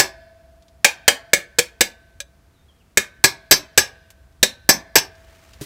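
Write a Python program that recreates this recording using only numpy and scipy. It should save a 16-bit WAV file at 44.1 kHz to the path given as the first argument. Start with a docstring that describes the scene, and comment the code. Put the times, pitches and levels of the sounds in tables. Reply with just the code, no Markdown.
"""Hammering a seal in a brake drum

Outdoors, one microphone close in. A hammer drives a steel drift against the hub seal in three short
runs: each blow clanks the drum, pings the tools and overloads the microphone, and the rim hums on.
A far bird chirps in a pause; at the end a sleeve rustles as the drift is lifted, and something bumps."""
import sys
import numpy as np
from scipy import signal
from scipy.fft import rfft, irfft
from scipy.io import wavfile
from scipy.ndimage import uniform_filter1d

SR = 44100
rng = np.random.default_rng(int(sys.argv[2]) if len(sys.argv) > 2 else 0)


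def wav_record(signal):
    """Record a signal, one row per channel, as 16-bit PCM in the file named by sys.argv[1]."""
    frames = np.transpose(np.atleast_2d(signal))
    bounded = np.clip(frames, -1, 1)
    # unit amplitude maps onto the largest positive 16-bit level
    quanta = np.round(bounded * 32767).astype(np.int16)
    wavfile.write(sys.argv[1], SR, quanta)


N = 249341
T, CLOCK = np.arange(SR) / SR, np.arange(N) / SR  # one second; the whole scene
HZ, ALL_HZ = np.fft.rfftfreq(SR, 1 / SR), np.fft.rfftfreq(2 * N, 1 / SR)
CONTACT_S, USUAL_CLATTER_S = .0003, .0125  # rise of a steel contact; clatter length of neutral tone

# hammer blows: t/s, force/dB, clatter length/s, spot on the seal (0-1), squareness of seating/dB,
# free ringing of the tools/dB, f/Hz favoured by the drift's tilt, its lift/dB
BLOWS = [ (-0.011, -1.5, .013, 0.7, 10, -6, 3045, 1.5), (0.8454, -3, 0.01, 0.05, -0.5, -18, 2370, 7),
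         (1.0792, -3, 0.01, 0.06, 6.5, -19.5, 3080, 10.5), (1.3332, -5, .011, 0.3, -6, -19, 2230, 8),
         (1.5856, -9, .012, .05, -3, -17.5, 471, 11.5), (1.8082, -3.5, 0.0093, .25, -2.5, -15, 3760, 2.5),
         (2.9730, -3.5, 0.0084, 0.72, -7.5, -20, 1650, 4), (3.24, -3, .014, 0.87, 2, -4.5, 4220, 8.5),
         (3.5108, -6, .02, 1, 1, 5.5, 4060, 7), (3.7758, -3.5, 0.014, 1, -1, -3, 1730, 2.5),
         (4.429, -4.5, 0.0098, 0.76, -7, -13, 3840, 9.5), (4.6905, -4.5, 0.013, 0.54, 6.5, 3, 3990, -0.5),
         (4.9555, -8, 0.021, 1, 8, 3.5, 3910, -0.5)]
# chatter of drift, seal and hub: f/Hz, level/dB
CLATTER_SPECTRUM = [(40, -28), (90, -13.5), (200, -10.5), (370, -4.5), (560, -2), (900, -9), (1450, -13.5),
                    (1680, 8.5), (1900, -4), (2400, -1), (3000, -6.5), (7500, -3), (10000, -13.5),
                    (15500, -11.5)]
# modes of hub and drum, quickly damped by the ground: f/Hz, level/dB at spot 0, level/dB at spot 1
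DRUM_MODES = [(247, -27, -30.5), (345, -20, -25), (385, -26.5, -7.5), (488, -10, -25.5), (572, -10, -16),
              (768, -26.5, -18.5), (1095, -34.5, -31.5), (1700, -19.5, -14.5), (1701, -14.5, -2.5),
              (1957, -27.5, -18), (2096, -16, -18), (2183, -9, -18), (2324, -12.5, -25.5), (2410, -18, -17),
              (2470, -21, -16), (3160, -15, -26.5), (3440, -28, -25.5), (3770, -21.5, -26),
              (3704, -19.5, -11.5), (4120, -25.5, -18), (4820, -26, -30)]
# modes of hammer head and drift: f/Hz; and for each: t60/s, level/dB, dB gained per dB of free ringing
TOOL_HZ = [4801, 5437, 5879, 6114, 7959, 13278]
TOOL_MODES = [(.11, -1, 1.05), (.17, -5, 1.1), (0.17, -13, 0.54), (0.13, -4, 1.2), (.072, 2.5, .45),
              (.058, 3.5, 1.4)]
# scatter off gravel and nearby walls, then the echo from further off: f/Hz, level/dB
NEAR_SPECTRUM = [(100, 3), (250, 2.5), (450, -7), (800, 0), (1100, 3), (1650, -2.5), (2200, -0.5),
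                 (4000, 2), (7500, -2), (10000, 3), (15000, -2)]
FAR_SPECTRUM = [(100, -6), (450, 0.5), (1150, 3), (1700, 5.5), (2300, -1), (3200, 0.5), (4500, -4),
                (6000, -10.5), (12000, -19)]
# their decay: f/Hz, t60/s
NEAR_T60 = [(100, 0.23), (500, 0.3), (2000, 0.23), (5000, 0.18), (9000, 0.165), (15000, .16)]
FAR_T60 = [(100, 1), (1700, 1), (3200, 1), (5500, 1), (12000, .25)]
# free rim, a beating low pair and a higher tone: f/Hz; for each: t60/s, level/dB at spot 0 and at spot 1
RIM_HZ = [655, 678, 1535]
RIM_MODES = [(2.6, -48, -50.5), (3.9, -47.5, -61), (1.5, -45, -46)]
# outdoor hiss and rumble: f/Hz, level/dB
AIR_SPECTRUM = [(20, -29.5), (130, -18.5), (300, -26), (700, -32.5), (1500, -35), (3000, -41),
                (5000, -42.5), (9000, -46), (15500, -46)]
RUMBLE_SPECTRUM = [(20, -34), (32, -16), (45, -5), (62, 3.5), (90, -4), (130, -15), (250, -32.5),
                   (600, -54), (1500, -88.5)]
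# slow swell of the rumble: t/s, level/dB
RUMBLE_SWELL = [(0, -52.5), (0.7, -57.5), (2.8, -57), (5, -52)]
# rebounds and light touches of the tools: t/s, level/dB, half-spread of the spectrum/octaves
TOUCHES = [(0.010, -16.5, 1.2), (0.623, -54, .62), (0.682, -52.5, 0.57), (2.2026, -25.5, 0.84),
           (3.535, -19.5, 1.4), (4.1035, -41, 2.1), (4.323, -64, 0.59), (4.984, -13, 0.84),
           (5.152, -52, 0.69), (5.534, -44, .68)]
# clink of the drift set down: f/Hz, t60/s, level/dB
CLINK_MODES = [(565, 0.103, -37.5), (1656, .055, -29), (2410, 0.053, -30.5), (3550, .045, -29.5),
               (3870, .045, -27), (6160, 0.047, -25.5), (7790, 0.044, -27)]
# far bird: t/s, length/s, start f/Hz, end f/Hz, level/dB
CHIRPS = [(2.528, 0.048, 4176, 3710, -69.5), (2.553, 0.07, 3586, 3700, -69.5),
          (2.68, 0.039, 3460, 3000, -57), (2.79, 0.041, 3390, 2320, -63)]
# rubbing cloth: f/Hz, level/dB
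CLOTH_SPECTRUM = [(100, 5), (900, 3.5), (2000, 4.5), (3500, -0.5), (7000, -4.5), (11000, -11), (15500, -7)]
# something dull, bumped: f/Hz, t60/s, level/dB
BUMP_MODES = [(136, 0.075, -23.5), (304, 0.1, -27), (405, 0.099, -29), (580, 0.041, -34.5)]
# treble droop of the recorder: f/Hz, level/dB
RECORDER_RESPONSE = [(20, 0.5), (9000, -1), (12500, -3), (14500, -4), (16000, -5.5)]


def amp(db):
    """Decibels to gain."""
    return 10 ** (np.asarray(db) / 20)


def curve(points, hz):
    """Points joined by straight lines on a log-frequency axis."""
    f, value = np.transpose(points)
    return np.interp(np.log(hz + 1), np.log(f + 1), value)


def bell(hz, centre_hz, octaves):
    """A bell of height 1 on a log-frequency axis."""
    return np.exp(-.5 * (np.log2((hz + 1) / centre_hz) / octaves) ** 2)


def rise(seconds):
    """An onset that settles at 1."""
    return 1 - np.exp(-T / seconds)


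def fade(t, t60):
    """Exponential decay, 60 dB down after t60."""
    return np.exp(-np.log(1000) * t / t60)


def add(mix, s, sound):
    """Mixes a sound in at time s, which may lie before zero."""
    at = round(s * SR)
    sound = sound[max(-at, 0):]
    part = mix[max(at, 0):][:len(sound)]
    part += sound[:len(part)]


def noise(shape_db):
    """Noise of rms 1 with the given spectral shape."""
    x = irfft(amp(shape_db) * np.exp(2j * np.pi * rng.random(len(shape_db))))
    return x / x.std()


def ring(modes, t=T):
    """Dying sines, one for each row of f/Hz, t60/s, level/dB."""
    return sum(amp(db) * fade(t, t60) * np.sin(2 * np.pi * (hz * t + rng.random()))
               for hz, t60, db in modes)


def clatter(length_s, colour_db, bounce_db=3, bounce_hz=220):
    """The drift chatters on the seal in uneven bounces and stops short, shaking a crowd of modes."""
    bounces = amp(bounce_db * noise(-10 * np.log10(1 + (HZ / bounce_hz) ** 6)))
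    chatter = noise(curve(CLATTER_SPECTRUM, HZ) + colour_db)
    return amp(4) * chatter * bounces * np.exp(-(T / length_s) ** 1.8)


def drum(spot, colour_db, t60=.1):
    """Hub and drum ring briefly, in a mix of modes set by the spot struck."""
    modes = [(hz, t60, (1 - spot) * db0 + spot * db1 + np.interp(hz, HZ, colour_db))
             for hz, db0, db1 in DRUM_MODES]
    return amp(-1) * ring(modes) * rise(.00028)


def tool_pings(free_db):
    """The steel of hammer head and drift pings, louder when free to ring."""
    modes = [(hz, t60, db + gain * free_db) for hz, (t60, db, gain) in zip(TOOL_HZ, TOOL_MODES)]
    return amp(-1) * ring(modes) * rise(CONTACT_S)


def echo(spectrum, t60s):
    """A diffuse tail of energy 1, each band dying at its own speed."""
    hz, t, bands = signal.stft(noise(curve(spectrum, HZ)), SR, nperseg=256)
    tail = signal.istft(bands * fade(t, curve(t60s, hz)[:, None]), SR, nperseg=256)[1][:SR]
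    return tail / np.linalg.norm(tail)


def surroundings(sound):
    """Gravel and nearby walls scatter a sound back; a duller, longer echo follows from further off."""
    paths = amp(-12) * echo(NEAR_SPECTRUM, NEAR_T60) + amp(-40) * echo(FAR_SPECTRUM, FAR_T60)
    return signal.fftconvolve(sound, paths * rise(.0037))[:SR]


def hammer():
    """Blows close to the microphone: a square seating knocks and thuds more, a long contact is duller."""
    out = np.zeros(N)
    for s, force_db, length_s, spot, seat_db, free_db, accent_hz, accent_db in BLOWS:
        knock = .85 * seat_db * bell(HZ, 900, octaves=.37)
        thud = .77 * seat_db * bell(HZ, 100, octaves=1)
        accent = accent_db * bell(HZ, accent_hz, octaves=.089)
        db_per_octave = .72 * np.log2(USUAL_CLATTER_S / length_s)
        colour_db = knock + thud + accent + db_per_octave * np.log2((HZ + 100) / 3000)
        clank = (drum(spot, colour_db) + clatter(length_s, colour_db)) * rise(CONTACT_S)
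        pings = tool_pings(free_db)
        echoes = surroundings(clank + amp(-4) * pings)  # the tools are nearer the microphone, so drier
        add(out, s, amp(force_db) * (clank + pings + echoes))
    return out


def rim_hum():
    """The drum's free rim hums on; a longer, squarer push swings its low pair more."""
    out = np.zeros(N)
    for s, force_db, length_s, spot, seat_db, *_ in BLOWS:
        modes = [(hz, t60, (1 - spot) * db0 + spot * db1)
                 for hz, (t60, db0, db1) in zip(RIM_HZ, RIM_MODES)]
        low = length_s / USUAL_CLATTER_S * amp(.9 * seat_db) * ring(modes[:2], CLOCK)
        high = amp(-.3 * seat_db) * ring(modes[2:], CLOCK)
        out[max(round(s * SR), 0):] = 0  # each blow stops the old swing
        add(out, s, amp(force_db) * (low + high))
    return out


def outdoors():
    """The bed of the place: faint hiss over a low rumble that sinks and swells slowly."""
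    air = amp(-59.5) * noise(curve(AIR_SPECTRUM, ALL_HZ))[:N]
    swell = amp(np.interp(CLOCK, *np.transpose(RUMBLE_SWELL)))
    return air + swell * noise(curve(RUMBLE_SPECTRUM, ALL_HZ))[:N]


def tick(half_spread, t60):
    """A short bright burst of contact noise."""
    return noise(30 * (bell(HZ, 3850, octaves=2 * half_spread) - 1)) * fade(T, t60)


def tool_touches():
    """Steel clicks on steel as the tools rebound and touch."""
    out = np.zeros(N)
    for s, db, half_spread in TOUCHES:
        add(out, s, amp(db) * tick(half_spread, t60=.058))
    return out


def drift_clink():
    """The drift is set down on a new spot and clinks under the hand."""
    clink = ring(CLINK_MODES) * rise(CONTACT_S)
    return clink + amp(-6) * surroundings(clink)


def bird():
    """Whistles from far off, mostly falling, smeared by their echo."""
    out = np.zeros(N)
    for s, length_s, start_hz, end_hz, db in CHIRPS:
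        hz = np.geomspace(start_hz, end_hz, int(length_s * SR))
        whistle = np.sin(2 * np.pi * np.cumsum(hz) / SR)
        add(out, s, amp(db) * signal.windows.tukey(len(hz), .6) * whistle)
    tail = rng.standard_normal(SR) * fade(T, t60=.48)
    return out + amp(-3) * signal.fftconvolve(out, tail / np.linalg.norm(tail))[:N]


def sleeve(start_s=5.096, rise_s=.3, level_db=-54, grain_db=2.1):
    """Cloth brushes in a grainy rustle, louder as the arm draws back faster."""
    grains = uniform_filter1d(rng.standard_normal(N), size=200)
    arm_speed = np.clip((CLOCK - start_s) / rise_s, 0, 1)
    rubbing = noise(curve(CLOTH_SPECTRUM, ALL_HZ))[:N]
    return np.sqrt(arm_speed) * amp(level_db + grain_db * grains / grains.std()) * rubbing


def bump():
    """Something is bumped: a dull knock with a scuff."""
    return ring(BUMP_MODES) * rise(.00043) + amp(-34) * tick(half_spread=2, t60=.33)


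def scene():
    """Everything at one microphone, close to the drum."""
    mix = hammer() + rim_hum() + outdoors() + tool_touches() + bird() + sleeve()
    add(mix, s=2.2026, sound=drift_clink())
    add(mix, s=5.611, sound=bump())
    return mix[None]


def record(dry, ceiling=.95, edge_hz=15800):
    """The first milliseconds of a blow overload the recorder; its treble droops, then cuts off."""
    clipped = np.clip(dry, -ceiling, ceiling)
    dulled = irfft(rfft(clipped, 2 * N) * amp(curve(RECORDER_RESPONSE, ALL_HZ)))[:, :N]
    band_limit = signal.firwin(255, edge_hz, window=("kaiser", 8), fs=SR)
    return signal.oaconvolve(dulled, band_limit[None], "same")


dry = scene()
out = record(dry)
wav_record(out)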